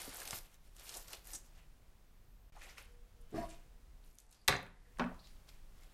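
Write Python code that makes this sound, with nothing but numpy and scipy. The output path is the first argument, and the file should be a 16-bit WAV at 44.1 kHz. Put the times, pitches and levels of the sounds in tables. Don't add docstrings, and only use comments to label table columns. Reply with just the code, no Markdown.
import sys
import numpy as np
from scipy import signal
from scipy.fft import rfft, irfft
from scipy.io import wavfile

SR = 44100
rng = np.random.default_rng(int(sys.argv[2]) if len(sys.argv) > 2 else 0)


def inscribe(sig):
    pcm = np.round(np.clip(np.atleast_2d(sig).T, -1, 1) * 32767)
    wavfile.write(sys.argv[1], SR, pcm.astype(np.int16))


def level_to_linear(level):
    exponent = np.asarray(level, float) / 20
    return 10 ** exponent


N = 261513
SCENE_CHANGE_S, GAP_S = 2.501, 0.0215

# frequency in Hz, level in dB per Hz.
AIR_SPECTRUM = [(59, -20.5), (100, -14), (163, -1.5), (185, -6.5), (288, -10.5), (748, -14.5),
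                (1570, -18.5), (3660, -23), (15800, -29)]
# time in seconds, gain in dB.
RECORDER_GAIN = [(0.0, 3), (.5, -2.5), (1.2, 1), (2.5, -2.5), (3.5, 0.5), (4.1, -0.8), (4.2, -6.5),
                 (4.45, -2), (4.55, 4), (4.72, -3), (4.82, -2), (4.97, 2), (5.1, 2), (5.93, 1)]
# time in seconds, level in dB.
WIND_GUSTS = [(0.0, -3), (.4, -0.5), (.8, 0.5), (1.2, 0), (2.06, 0), (2.3, 4.5), (2.9, 3), (3.3, 3),
              (3.9, 3.5), (4.15, 0), (4.6, -4), (5.1, 3.5), (5.5, 0), (5.93, -.6)]
# peak in seconds, level in dB, rise, fall, hold in seconds.
FAT_SIZZLE = (2.3, -84, 1, .5, .15)
# peak in seconds, level in dB, rise, fall in seconds, favoured pitch in Hz.
NEAR_PULLS = [(.005, -48.5, 0.079, 0.18, 4040), (.09, -55.5, 0.18, .15, 3700),
              (.15, -53.5, 0.081, .15, 4330), (.21, -53, .1, 0.14, 4170), (.28, -52, 0.085, 0.089, 4020),
              (.335, -48.5, 0.056, 0.051, 3850), (.375, -50.5, 0.2, 0.04, 5500),
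              (.45, -68.5, 0.073, 0.14, 3200), (.55, -67.5, .08, 0.022, 3400), (.68, -73, .2, 0.068, 3500),
              (.81, -60.5, .08, .1, 3970), (.885, -57.5, 0.092, 0.13, 4800), (.955, -54, 0.16, 0.16, 5300),
              (1.09, -58, .05, 0.066, 3900), (1.139, -54, 0.059, 0.072, 3100),
              (1.275, -61, 0.048, 0.095, 5600), (1.347, -54, 0.11, 0.057, 7000),
              (1.45, -75, 0.069, 0.23, 5500)]
# peak in seconds, level in dB, rise, fall in seconds, favoured pitch in Hz.
DULL_MOVES = [(1.575, -65.5, 0.066, 0.11, 2360), (2.57, -63, 0.094, .1, 2090),
              (2.625, -56, 0.037, 0.18, 2050), (2.705, -57.5, 0.13, 0.07, 2500),
              (2.79, -56.5, 0.056, 0.13, 2100), (3.22, -80, .04, .08, 4000), (3.37, -54.5, 0.065, .2, 1710),
              (3.515, -59, 0.044, 0.11, 2980), (4.05, -73, 0.04, 0.22, 9000),
              (4.195, -69.5, 0.034, 0.11, 6670), (4.33, -69, .04, 0.13, 5510),
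              (5.26, -68.5, 0.13, 0.29, 4220), (5.487, -58.5, .015, 0.056, 3820), (5.54, -68, .05, .1, 2800),
              (5.84, -66, 0.17, 0.11, 2900), (5.93, -70, 0.045, .05, 2600)]
# start in seconds, peak in dB, centre in Hz.
NEAR_SNAPS = [(0.0977, -44, 3350), (0.1868, -44, 5120), (0.2029, -33.5, 5000), (0.2548, -36, 4400),
              (0.2768, -31, 4200), (0.3085, -25, 5400), (0.3306, -34.5, 1860), (0.387, -32.5, 6340),
              (0.5434, -51, 5500), (0.7662, -52.5, 2290), (0.7975, -44, 3800), (0.8775, -48, 4160),
              (0.8925, -32, 5500), (0.9154, -46, 6200), (0.9408, -38, 4130), (0.952, -33, 6800),
              (0.971, -40, 5400), (1.0834, -41.5, 3980), (1.1073, -42, 6220), (1.1328, -35.5, 2800),
              (1.2545, -52, 6350), (1.2716, -42, 7000), (1.305, -44, 3460), (.1396, -39, 9500),
              (.1925, -40, 6720), (.7842, -48, 5300), (.8566, -48, 2540), (1.3339, -39, 7000),
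              (1.3524, -34, 6900)]
# start in seconds, peak in dB, centre in Hz.
FAR_SNAPS = [(2.6194, -45.5, 2200), (2.6895, -51, 2030), (2.7815, -41.5, 1840), (3.3488, -53, 5210),
             (4.1858, -40, 6570), (4.3153, -58, 4900), (5.1444, -56, 6480), (5.2003, -62, 4640),
             (5.2719, -49.5, 4060), (5.4904, -45, 3900), (5.539, -67, 3280), (5.8046, -61, 3630),
             (5.8345, -53, 4320)]
# start in seconds, peak in dB, centre in Hz.
NEAR_TICKS = [(0.0932, -36, 12500), (0.1231, -52, 8510), (0.1452, -33, 11500), (0.17, -35, 12000),
              (0.193, -50, 9000), (0.204, -36, 9260), (0.2543, -43, 7660), (0.2763, -48, 8160),
              (0.3096, -43, 10000), (0.433, -51, 9000), (0.459, -56, 9000), (0.7662, -46.5, 9050),
              (0.7971, -44, 9840), (0.835, -48, 10200), (0.856, -48, 12000), (0.8744, -47, 7820),
              (0.8919, -54, 10000), (0.9438, -39, 11000), (0.9695, -34, 9300), (1.0806, -42, 8330),
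              (1.1074, -43, 10200), (1.1318, -34, 9520), (1.152, -42, 8000), (1.2545, -44, 10700),
              (1.272, -47, 10000), (1.3314, -42.5, 8000), (.158, -40, 6500), (.181, -44, 9000),
              (.208, -42, 11000), (.387, -40, 12000), (1.006, -45, 9000), (1.025, -48, 12500),
              (1.075, -48, 6000), (1.246, -51, 9500)]
# start in seconds, peak in dB, centre in Hz.
FAR_TICKS = [(2.617, -49, 7000), (2.7816, -44.5, 9100), (2.826, -47.5, 10000), (3.215, -58, 9000),
             (3.493, -47, 8140), (4.154, -55.5, 11000), (4.186, -45, 8300), (4.266, -60, 7980),
             (4.314, -52.5, 8560), (4.629, -49.5, 12300), (4.664, -58, 8370), (5.048, -58, 8500),
             (2.572, -58, 7500), (3.222, -60, 10500), (3.3146, -56, 6500), (3.432, -52, 12000),
             (3.545, -56, 3500), (3.597, -60, 9000), (4.0402, -59, 3700), (4.047, -57, 12000),
             (4.062, -58, 10500), (4.072, -61, 9000), (4.102, -58, 13000), (4.111, -60, 6000),
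             (4.13, -60, 12000), (4.147, -59, 8000), (4.293, -62, 6000), (4.31, -55, 11000),
             (4.4154, -60, 11000), (4.4463, -63, 7000)]
# start in seconds, peak in dB, centre in Hz, length in ms.
HAND_BUMPS = [
    (0.077, -42, 415, 8),
    (0.217, -42, 1250, 22),
    (0.33, -36, 1020, 11),
    (0.955, -47.5, 570, 61),
    (1.133, -49.5, 456, 11),
    (2.552, -58, 700, 10),
    (2.563, -49.5, 780, 38),
]
# start in seconds, peak in dB, centre in Hz, length in ms.
TABLE_THUMPS = [
    (.078, -49.5, 159, 23),
    (.328, -45, 103, 37),
    (1.335, -57, 250, 50),
]
# start in seconds, peak in dB, centre in Hz, length in ms, width in octaves.
FOLD_CRUMPLES = [(1.333, -38, 7100, 24, 0.43), (1.355, -36, 7000, 22, 0.2), (2.612, -49, 2100, 92, 0.3),
                 (2.772, -48, 2150, 70, 0.28), (5.192, -57, 4330, 61, 0.18), (5.24, -55.5, 4250, 92, 0.19),
                 (5.817, -65.5, 2200, 24, 0.076), (4.201, -51, 8500, 8.8, 0.44),
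                 (4.326, -52, 5800, 12.0, 0.77), (4.345, -59, 5450, 13, 0.75), (3.211, -64, 10800, 16, .08),
                 (.283, -45, 8200, 18, .06), (2.694, -52, 5100, 40, .25), (2.69, -52, 2270, 50, 0.19),
                 (.893, -40, 5000, 14, .7), (.94, -41, 5000, 30, .6), (.97, -39, 8500, 14, .5),
                 (1.133, -39, 3200, 14, .8), (1.272, -45, 9000, 10, .5), (1.348, -37, 7500, 20, .35),
                 (.345, -41, 11500, 70, .25), (3.5, -49.5, 7700, 26, 0.25)]
# start in seconds, peak in dB, centre in Hz, length in ms, width in octaves.
FAINT_RUBS = [
    (4.35, -69, 4750, 220, .07),
    (4.415, -66, 4600, 40, .08),
    (4.76, -70, 1850, 150, .15),
    (4.85, -68, 1850, 200, .15),
]
# start, end in seconds, frequency in Hz, level in dB.
SINGING_MODES = [
    (2.8, 3.113, 482, -73.5),
    (3.14, 3.3, 474, -75.5),
    (3.6, 3.85, 470, -80.5),
    (4.15, 4.454, 737, -86),
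    (4.15, 4.4, 870, -87),
    (4.8, 4.997, 488, -78.5),
    (3.2, 3.45, 3040, -84.5),
]
# frequency in Hz, level in dB, t60 in
# seconds.
TRAY_MODES = [(169.5, -23, 0.5), (236, -9.5, 0.15), (257, -22, 0.23), (327, -9.5, 0.14), (370, -9.5, 0.14),
              (407, -7.5, 0.084), (650, -14, 0.074), (690, -3, 0.09), (967, -14, 0.33), (780, -14, .05),
              (1095, -14, 0.073), (1148, -12, 0.052), (1450, -19, 0.03), (1613, -14.5, 0.035),
              (1810, -19.5, 0.038),
              (2560, -30, 0.087), (3647, -33, 0.06), (4300, -23.5, 0.064), (4580, -27, 0.08),
             (5280, -25, 0.036), (6000, -25, .03), (7300, -25, 0.025), (8160, -26, 0.025),
             (9260, -24.5, 0.028)]
# start in seconds, level in dB, contact in ms.
DRAG_JOLT = (3.3425, -39, 2.0)
# start in seconds, peak in dB, centre in Hz, length in ms, width in octaves.
ROAST_LANDING = [
    (4.4785, -17, 5500, 15.7, 1.14),
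    (4.4835, -10, 2900, 2.2, 0.7),
    (4.479, -24, 1460, 9, .8),
    (4.486, -22.5, 700, 16, 0.7),
    (4.489, -29, 118, 51, 1.43),
    (4.495, -29, 4000, 3.7, 2.1),
    (4.539, -29, 900, 4, 1),
]
# start in
# seconds, peak in dB, centre in Hz, length in ms, width in octaves.
LATE_BOUNCES = [(4.511, -29, 1400, 5, .6), (4.5235, -32, 4000, 3, .4), (4.5245, -23.5, 1770, 5.7, 0.25),
                (4.539, -29, 1750, 5, .35), (4.552, -32.5, 1900, 5, .25),
                (4.561, -36.5, 1800, 4.5, 0.27), (4.564, -43, 6500, 4, .1), (4.6664, -49, 1970, 5.4, .5),
                (5.001, -32, 1300, 8, .5), (5.015, -31, 800, 9, .6), (5.022, -34, 1000, 10, .5),
                (5.041, -35, 1100, 9, .6), (5.062, -41, 1100, 24, .35), (5.116, -49, 720, 14, .2),
                (5.145, -53, 1180, 16, .25)]
# start in seconds, peak in dB, centre in Hz, length in ms, width in octaves.
BONE_KNOCK = [
    (4.9715, -51.5, 2000, 3.4, 0.56),
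    (4.9855, -49, 6500, 5, 0.5),
    (4.986, -43.5, 800, 12, 0.56),
    (4.9955, -34, 1900, 10.6, 0.71),
    (4.996, -27.5, 640, 12, 1.05),
    (5.008, -27.5, 700, 14, 0.9),
]
# frequency in Hz, level in dB, t60 in seconds.
SLAPPED_MODES = [(70, -15.5, 0.1), (131, -2, 0.25), (177, -9, 0.46), (261, -14, 0.3), (404.4, -7, .15),
                 (524.6, -6, 0.18), (745, -8, 0.18), (1162, -12, .15)]
# frequency in Hz, level in dB, t60 in seconds.
KNOCKED_MODES = [(96, -38, 0.27), (130, -10.5, 0.31), (181, -5, .3), (237, 2, 0.18), (256.4, -1, 0.25),
                 (377, -8.5, 0.096), (607, -6.5, 0.072), (1270, -23, .08)]
# frequency in Hz, t60 in seconds.
ROOF_DECAY = [(100, 0.56), (300, 0.44), (800, 0.39), (2000, 0.38), (5000, 0.26), (12000, 0.21)]
# start, end in seconds, top of band in Hz.
DULL_STRETCHES = [
    (4.165, 4.184, 13000),
    (4.215, 4.308, 13200),
    (4.345, 4.47, 13700),
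    (4.5, 4.585, 15000),
    (4.685, 4.83, 13000),
    (4.83, 4.9, 14800),
]


def rms_one(x):
    return x / np.sqrt(np.mean(x ** 2) + 1e-20)


def band(x, low_hz, high_hz, order=2):
    edges_hz = [low_hz, min(high_hz, 0.45 * SR)]
    return signal.sosfilt(signal.butter(order, edges_hz, "band", fs=SR, output="sos"), x)


def low_pass(x, hz):
    return signal.lfilter(*signal.butter(1, hz, fs=SR), x)


def level_curve(rows):
    s, db = np.transpose(rows)
    t = np.arange(N) / SR
    return np.where((t < s[0]) | (t > s[-1]), -130, np.interp(t, s, db))


def at_hz(points, hz):
    points_hz, values = np.transpose(points)
    return np.interp(np.log(hz), np.log(points_hz), values)


def colour(x, spectrum):
    size = 8192
    hz = np.maximum(np.arange(size // 2 + 1) * SR / size, 1)
    cepstrum = irfft(np.log(level_to_linear(at_hz(spectrum, hz))))
    cepstrum[1:size // 2] *= 2
    cepstrum[size // 2 + 1:] = 0
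    shape = irfft(np.exp(rfft(cepstrum)))
    return signal.fftconvolve(x, shape / np.sqrt(np.sum(shape ** 2)))[:N]


def drift(rate_hz):
    r = np.exp(-2 * np.pi * rate_hz / SR)
    slow = signal.lfilter([1], [1, -2 * r, r * r], rng.standard_normal(N + SR))
    return rms_one(slow[SR:])


def ring(drive, hz, t60_s):
    r, w = level_to_linear(-60 / (t60_s * SR)), 2 * np.pi * hz / SR
    return signal.lfilter([0, np.sin(w)], [1, -2 * r * np.cos(w), r * r], drive + 1e-18)


def burst(length_ms):
    noise = rng.standard_normal(4096)
    return noise * level_to_linear(-20 * np.arange(len(noise)) / (length_ms * SR / 1000))


def add(out, s, piece):
    at = round(s * SR)
    out[at:at + len(piece)] += piece[:N - at]


def swell(s, peak_db, rise_s, fall_s, hold_s=0):
    late = np.arange(N) / SR - s
    return peak_db - 20 * np.where(late < 0, -late / rise_s, np.maximum(late - hold_s, 0) / fall_s)


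def background():
    gain_db, gust_db = level_curve(RECORDER_GAIN), level_curve(WIND_GUSTS)
    hiss_db, rumble_db, flutter_db = -72, -58.5, -78
    air = band(colour(rng.standard_normal(N), AIR_SPECTRUM), 110, 23000)
    air = air / np.std(band(air, 190, 22000)) * level_to_linear(hiss_db)
    low = low_pass(air, 2800)
    hiss = low * level_to_linear(0.73 * gain_db) + (air - low) * level_to_linear(1.3 * gain_db)
    gusts = rng.standard_normal(N)
    rumble = rms_one(band(gusts, 13.1, 41.4)) * level_to_linear(rumble_db + gain_db + gust_db + 1.8 * drift(22))
    flutter = rms_one(band(gusts, 35, 100)) * level_to_linear(flutter_db + gain_db + 0.4 * gust_db)
    sizzle = rms_one(band(gusts, 11500, 14500)) * level_to_linear(swell(*FAT_SIZZLE))
    sizzle = sizzle * (np.arange(N) < SCENE_CHANGE_S * SR)
    return hiss + sizzle + rumble + flutter


def handling():
    near_body_db, near_bright_db, far_body_db, far_bright_db = -1.5, 4, -6, -0.5
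    thinning_db_per_octave, shine_db_per_octave = -2, 2
    near = NEAR_PULLS, near_body_db, near_bright_db
    far = DULL_MOVES, far_body_db, far_bright_db
    total, mixed = 1e-12, np.full((3, N), 1e-12)
    for moves, body_db, bright_db in (near, far):
        for *shape, hz in moves:
            power, octaves = level_to_linear(2 * swell(*shape)), np.log2(hz / 3300)
            body = body_db + thinning_db_per_octave * octaves
            bright = bright_db + shine_db_per_octave * octaves
            total = total + power
            mixed += power * np.c_[[body, bright, hz]]
    return 10 * np.log10(total), *(mixed / total)


def rustle(per_s, spread_db, cycles, clump_db, hump_db):
    level_db, body_db, bright_db, favoured_hz = handling()
    sizes = level_to_linear(spread_db * np.minimum(rng.exponential(1, N), 4)) * rng.choice([-1, 1], N)
    creases = sizes * (rng.random(N) < per_s / SR)
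    clumps = [drift(51.5) for _ in range(3)]
    wander = drift(14.0)
    pitches_hz, dealt, out = np.geomspace(350, 14000, 24), rng.integers(0, 24, N), 0
    for k, hz in enumerate(pitches_hz):
        place = np.log(hz / 3300)
        if place < 0:
            tilt_db = np.minimum(body_db, 3.0) * min(-place / 1.38, 1.2)
        else:
            tilt_db = bright_db * place / 0.89
        tilt_db = tilt_db + hump_db * np.exp(-(np.log(hz / favoured_hz) / 0.25) ** 2)
        busy_db = clump_db * (0.2 * clumps[0] + clumps[1 + k // 12])
        busy_db = busy_db + 2.5 * np.roll(wander, k // 2 * SR // 3)
        patch = rms_one(ring(creases * (dealt == k), hz, cycles / hz + 0.0008))
        out = out + patch * level_to_linear(tilt_db + busy_db)
    return band(out, 420, 17000) * level_to_linear(level_db - 14.5)


def snaps(events, octaves=1.0, edge=0.0):
    out = np.zeros(N)
    for s, peak_db, hz, length_ms, *own in events:
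        width, noise = own[0] if own else octaves, burst(length_ms)
        noise[0] += edge * np.sign(noise[0])
        piece = band(noise, hz * 2 ** -width, hz * 2 ** width)
        add(out, s, level_to_linear(peak_db) * piece / np.abs(piece).max())
    return out


def lasting(events, length_ms):
    return [(*row, length_ms) for row in events]


def sheet_details():
    creases = lasting(NEAR_SNAPS, 2.5) + lasting(FAR_SNAPS, 4.0)
    out = snaps(creases, octaves=0.72, edge=4.0)
    out = out + snaps(HAND_BUMPS, octaves=0.56)
    out = out + snaps(FOLD_CRUMPLES + FAINT_RUBS)
    out = out + snaps(LATE_BOUNCES, edge=0.6)
    out = out + level_to_linear(-1.0) * snaps(lasting(NEAR_TICKS + FAR_TICKS, 1.9), octaves=0.37, edge=1.4)
    return out + snaps(TABLE_THUMPS, octaves=0.62)


def room(x, onset_ms):
    t = np.arange(SR // 2) / SR
    noise = rfft(rng.standard_normal(len(t)))
    octave = np.log2(np.maximum(np.arange(len(t) // 2 + 1) * 2, 1) / 40)
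    tail = 1e-18
    for k in range(10):
        share = np.clip(1 - np.abs(octave - k), 0, 1)
        tail = tail + irfft(noise * share) * level_to_linear(-60 * t / at_hz(ROOF_DECAY, 40 * 2 ** k))
    tail = tail * (1 - np.exp(-t * 1000 / onset_ms))
    return signal.fftconvolve(x, tail / np.sqrt(np.sum(tail ** 2)))[:N]


def singing():
    out = np.zeros(N)
    for start, end, hz, level_db in SINGING_MODES:
        size = round((end - start) * SR)
        wobble_rad = np.cumsum(rng.standard_normal(SR))[:size] * 0.005
        tone = np.sin(2 * np.pi * hz * np.arange(size) / SR + wobble_rad)
        add(out, start, level_to_linear(level_db) * np.sqrt(2 * np.hanning(size)) * tone)
    return out


def tray():
    drag_s, touch_s, thin_lag_s = 3.35, 3.321, 0.011
    low_db = swell(drag_s, -33, rise_s=0.039, fall_s=0.09)
    high_db = swell(drag_s + thin_lag_s, -39.5, rise_s=0.029, fall_s=0.07, hold_s=0.062)
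    friction = rng.standard_normal(N) * level_to_linear(1.6 * drift(57)) * (np.arange(N) > touch_s * SR)
    low, high = friction * level_to_linear(low_db), friction * level_to_linear(high_db)
    s, jolt_db, contact_ms = DRAG_JOLT
    add(low, s, level_to_linear(jolt_db) * np.hanning(round(contact_ms * SR / 1000)))
    out = np.zeros(N)
    for hz, level_db, t60_s in TRAY_MODES:
        out += ring(low if hz < 500 else high, hz, t60_s) * level_to_linear(level_db - 28)
    return out


def board(blows, modes, modes_db, wet_db, dull_hz, rock_s, rock_db):
    contact, pushes = snaps(blows, edge=0.56), np.zeros(N)
    for s, peak_db, hz, length_ms, width in blows:
        push = level_to_linear([peak_db]) * min(1000 / hz, 1) ** 2
        add(pushes, s, push)
        add(pushes, s + rock_s, push * level_to_linear(rock_db))
    body = np.zeros(N)
    for k, (hz, level_db, t60_s) in enumerate(modes):
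        sign = (-1) ** (k // 2)
        body += sign * ring(pushes, hz, t60_s) * level_to_linear(level_db + modes_db)
    return contact + body + level_to_linear(wet_db) * room(low_pass(contact, dull_hz), onset_ms=1.8)


def scene():
    air = background() + singing()
    sheets = rustle(per_s=14000, spread_db=2.8, cycles=5.5, clump_db=1.1, hump_db=4.0)
    sheets = sheets + sheet_details()
    metal = tray()
    slap = board(ROAST_LANDING, SLAPPED_MODES, modes_db=-12, wet_db=-3.5, dull_hz=5000,
                 rock_s=0.05, rock_db=-9.0)
    knock = board(BONE_KNOCK, KNOCKED_MODES, modes_db=-12.5, wet_db=-6.0, dull_hz=5000,
                  rock_s=0.038, rock_db=-2.5)
    reflections = room(level_to_linear(-10.0) * sheets + level_to_linear(-9.5) * metal, onset_ms=0.93)
    near = sheets + metal + slap + knock + reflections
    near = signal.sosfilt(signal.cheby2(8, 40, 15700, fs=SR, output="sos"), near)
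    return (near + air)[None]


def top_cut(x):
    return signal.sosfilt(signal.butter(12, 16000, fs=SR, output="sos"), x)


def record(dry):
    t = np.arange(N) / SR
    gap_end_s = SCENE_CHANGE_S + GAP_S
    gap_db = np.interp(t, [SCENE_CHANGE_S, gap_end_s], [-8.0, -24.0])
    gap = np.where((t > SCENE_CHANGE_S) & (t < gap_end_s), level_to_linear(gap_db), 1)
    hz = np.arange(N // 2 + 1) * SR / N
    spectrum = rfft(dry * gap) * (hz < 16000)
    out = irfft(spectrum, N)
    for start, end, top_hz in DULL_STRETCHES:
        during = np.clip(np.minimum(t - start, end - t) / 0.004, 0, 1)
        above = np.clip((hz - top_hz + 200) / 400, 0, 1)
        out = out - during * irfft(spectrum * above, N)
    return top_cut(out)


dry = scene()
out = record(dry)
inscribe(out)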